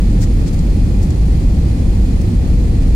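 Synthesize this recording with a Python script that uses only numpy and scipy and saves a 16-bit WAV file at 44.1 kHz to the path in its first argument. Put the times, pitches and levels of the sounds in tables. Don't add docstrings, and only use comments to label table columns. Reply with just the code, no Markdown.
import sys
import numpy as np
from scipy import signal
from scipy.fft import rfft, irfft
from scipy.io import wavfile
from scipy.ndimage import uniform_filter1d, minimum_filter1d

SR = 44100
rng = np.random.default_rng(int(sys.argv[2]) if len(sys.argv) > 2 else 0)


def output_pcm(signal):
    pcm = np.clip(np.atleast_2d(signal).T, -1, 1) * 32767
    wavfile.write(sys.argv[1], SR, np.round(pcm).astype(np.int16))


N = 130095
HZ, TIME_S = np.fft.rfftfreq(N, 1 / SR), np.arange(N) / SR

# frequency in Hz, density in dB per Hz.
RUMBLE_SPECTRUM = [(8, -53), (26, -36.5), (40, -30), (50, -26), (61, -32), (70, -33.5), (95, -34.5),
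                   (135, -41), (175, -39.5), (225, -44), (280, -46.5), (350, -51.5), (400, -59),
                   (490, -58.5), (640, -66.5), (780, -68), (1000, -77.5), (1500, -83.5), (3000, -105)]
# frequency in Hz, left-right coherence of the rumble.
RUMBLE_COHERENCE = [(50, 1), (100, 0.96), (200, 0.97), (370, 0.83), (510, 0.7), (610, -0.39), (800, 0.66),
                    (1100, -0.29), (1550, -0.43)]
# frequency in Hz, left minus right rumble level in dB.
RUMBLE_PAN = [(100, 0), (220, -0.3), (330, -1.5), (520, -5), (800, -5.5), (1300, -6.5)]
# time in seconds, rms level in dB.
BOOM_LEVELS = [(0.2, -18.5), (0.95, -29), (1.5, -14.5), (2.7, -17.5)]
# frequency in Hz, left and right density in dB per Hz.
HISS_SPECTRUM = [(494, -71.5, -87), (1270, -77, -78.5), (1660, -78, -87.5), (1690, -78.5, -76),
                 (1910, -75.5, -76.5), (2560, -77.5, -79.5), (2900, -80.5, -80.5), (3580, -80.5, -78.5),
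                 (3870, -80, -87), (4130, -81.5, -79.5), (4330, -77, -79.5), (5240, -80.5, -84.5),
                 (6000, -82.5, -86), (6840, -78.5, -91), (7780, -86, -83), (8200, -86.5, -87.5),
                 (8300, -84, -84.5), (9780, -88, -87), (11850, -94, -94), (13900, -93, -100),
                 (15500, -102, -104)]
# frequency in Hz, left-right coherence of the hiss.
HISS_COHERENCE = [(1200, -0.055), (1570, -0.41), (1800, 0.05), (2500, 0.23), (3300, -0.079), (3850, -0.04),
                  (4150, 0.18), (4900, 0.29), (5600, -0.024), (12000, -0.0097)]
# frequency in Hz, width in Hz, left and right rms level in dB.
VENT_WHISTLES = [(2462, 91, -61, -53), (4060, 43, -57, -57), (4380, 130, -78, -64), (5180, 60, -64, -78),
                 (7560, 70, -64, -81), (13000, 110, -68, -78)]
# frequency in Hz, relative level in dB.
CLOTH_SPECTRUM = [(500, -23), (1300, 0.5), (1900, -6), (3200, -2.5), (4700, 7), (6500, 8), (8300, 6.5),
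                  (9500, -1), (10300, -11), (12000, -6), (15000, -5)]
# centre and half length in seconds, level in dB, tilt in dB per octave, left minus right in dB.
CLOTH_RUSTLES = [(.230, .021, -33.5, 0, 6), (.481, .016, -36.8, -3.8, 3), (.545, .011, -44.5, 3, 4),
                 (1.034, .019, -41.7, 1.5, 3)]
# centre and half length in seconds, frequency and width in Hz, level in dB.
SOFT_KNOCK = (.234, .012, 1950, 300, -41)
# start in seconds, level in dB, tilt in dB per octave, left minus right in dB.
CLOTH_TICKS = [(.529, -39, 3, 8), (.541, -46, 9, 5), (.589, -33.3, -.5, 4), (1.027, -39, 5, 4),
               (1.103, -33, -2.5, 3), (2.213, -33.8, 2.5, 0)]

CLOTH_COHERENCE, BAND_LIMIT_HZ = 0.069, 15800


def rumble():
    roar = noise(amp(curve(RUMBLE_SPECTRUM)) * pan(curve(RUMBLE_PAN)), curve(RUMBLE_COHERENCE))
    boom_db = np.interp(TIME_S, *np.transpose(BOOM_LEVELS))
    boom = amp(boom_db) * resonance(hz=53.8, width_hz=13.6, coherence=1)
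    drone = amp(db=-18.5) * resonance(hz=33.72, width_hz=2.3, coherence=0.89)
    return roar + boom + drone


def vents(start_db=0.5, settle_s=0.41, flutter_db=0.4):
    air = treble_flicker(noise(amp(curve(HISS_SPECTRUM)), curve(HISS_COHERENCE)))
    for hz, width_hz, left_db, right_db in VENT_WHISTLES:
        air += amp([[left_db], [right_db]]) * resonance(hz, width_hz)
    level_db = start_db * np.exp(-TIME_S / settle_s) + flutter_db * wander(rate_hz=54)
    return air * amp(level_db)


def treble_flicker(hiss, depth_db=3.5, full_depth_hz=9700):
    hz, _, spectra = signal.stft(hiss, SR, nperseg=1024)
    patches = uniform_filter1d(rng.standard_normal(spectra.shape), 5, axis=2)
    patches = unit_rms(uniform_filter1d(patches, 4, axis=1))
    band_depth_db = depth_db * np.minimum(hz / full_depth_hz, 1)[:, None] ** 4
    return signal.istft(spectra * amp(band_depth_db * patches), SR, nperseg=1024)[1][:, :N]


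def rustles():
    return sum(amp(db) * pan(pan_db) * friction(tilt_db_per_octave) * swell(centre_s, half_s)
               for centre_s, half_s, db, tilt_db_per_octave, pan_db in CLOTH_RUSTLES)


def knock():
    centre_s, half_s, hz, width_hz, db = SOFT_KNOCK
    return amp(db) * swell(centre_s, half_s) * resonance(hz, width_hz, CLOTH_COHERENCE)


def ticks(rise_s=0.002, decay_s=0.006):
    snaps = np.zeros((2, N))
    for start_s, db, tilt_db_per_octave, pan_db in CLOTH_TICKS:
        age_s = np.maximum(TIME_S - start_s, 0)
        envelope = np.minimum(age_s / rise_s, 1) * np.exp(-age_s / decay_s)
        snaps += amp(db) * pan(pan_db) * friction(tilt_db_per_octave) * envelope
    return snaps


def friction(tilt_db_per_octave, grain_db=2):
    colour = amp(curve(CLOTH_SPECTRUM) + tilt_db_per_octave * np.log2(HZ + 1))
    band = (HZ > CLOTH_SPECTRUM[0][0]) & (HZ < BAND_LIMIT_HZ)
    rubbing = noise(colour * band, CLOTH_COHERENCE)
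    return unit_rms(rubbing * amp(grain_db * wander(rate_hz=700)))


def resonance(hz, width_hz, coherence=0):
    gain = 1 / (1 + 2 * ((HZ - hz) / width_hz) ** 2)
    return unit_rms(noise(gain, coherence))


def noise(amplitude_per_root_hz, coherence):
    mid, side = rfft(rng.standard_normal((2, N))) * np.sqrt(SR / 2)
    mid = mid * np.sqrt((1 + coherence) / 2)
    side = side * np.sqrt((1 - coherence) / 2)
    return irfft(np.vstack([mid + side, mid - side]) * amplitude_per_root_hz, N)


def wander(rate_hz):
    return unit_rms(irfft(rfft(rng.standard_normal(N)) * np.exp(-(HZ / rate_hz) ** 2), N))


def swell(centre_s, half_s):
    return np.exp(-((TIME_S - centre_s) / half_s) ** 2)


def curve(table):
    hz, *columns = np.transpose(table)
    return np.array([np.interp(np.log(HZ + 1), np.log(hz), column) for column in columns])


def pan(db):
    return amp(np.array([[0.5], [-0.5]]) * db)


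def amp(db):
    return 10 ** (np.asarray(db) / 20)


def unit_rms(x):
    return x / np.sqrt(np.mean(x ** 2) + 1e-20)


def scene():
    return rumble() + vents() + rustles() + knock() + ticks()


def record(dry, ceiling=0.67, hold_s=0.0092, split_hz=450, treble_share=0.39):
    hold_samples = int(hold_s * SR)
    needed_gain = np.minimum(ceiling / (abs(dry).max(0) + 1e-9), 1)
    gain = uniform_filter1d(minimum_filter1d(needed_gain, hold_samples), hold_samples)
    bass = signal.sosfiltfilt(signal.butter(2, split_hz, fs=SR, output="sos"), dry)
    limited = bass * gain + (dry - bass) * gain ** treble_share
    lowpass = signal.firwin(511, BAND_LIMIT_HZ, window=("kaiser", 9), fs=SR)
    return signal.oaconvolve(limited, lowpass[None], "same")


dry = scene()
out = record(dry)
output_pcm(out)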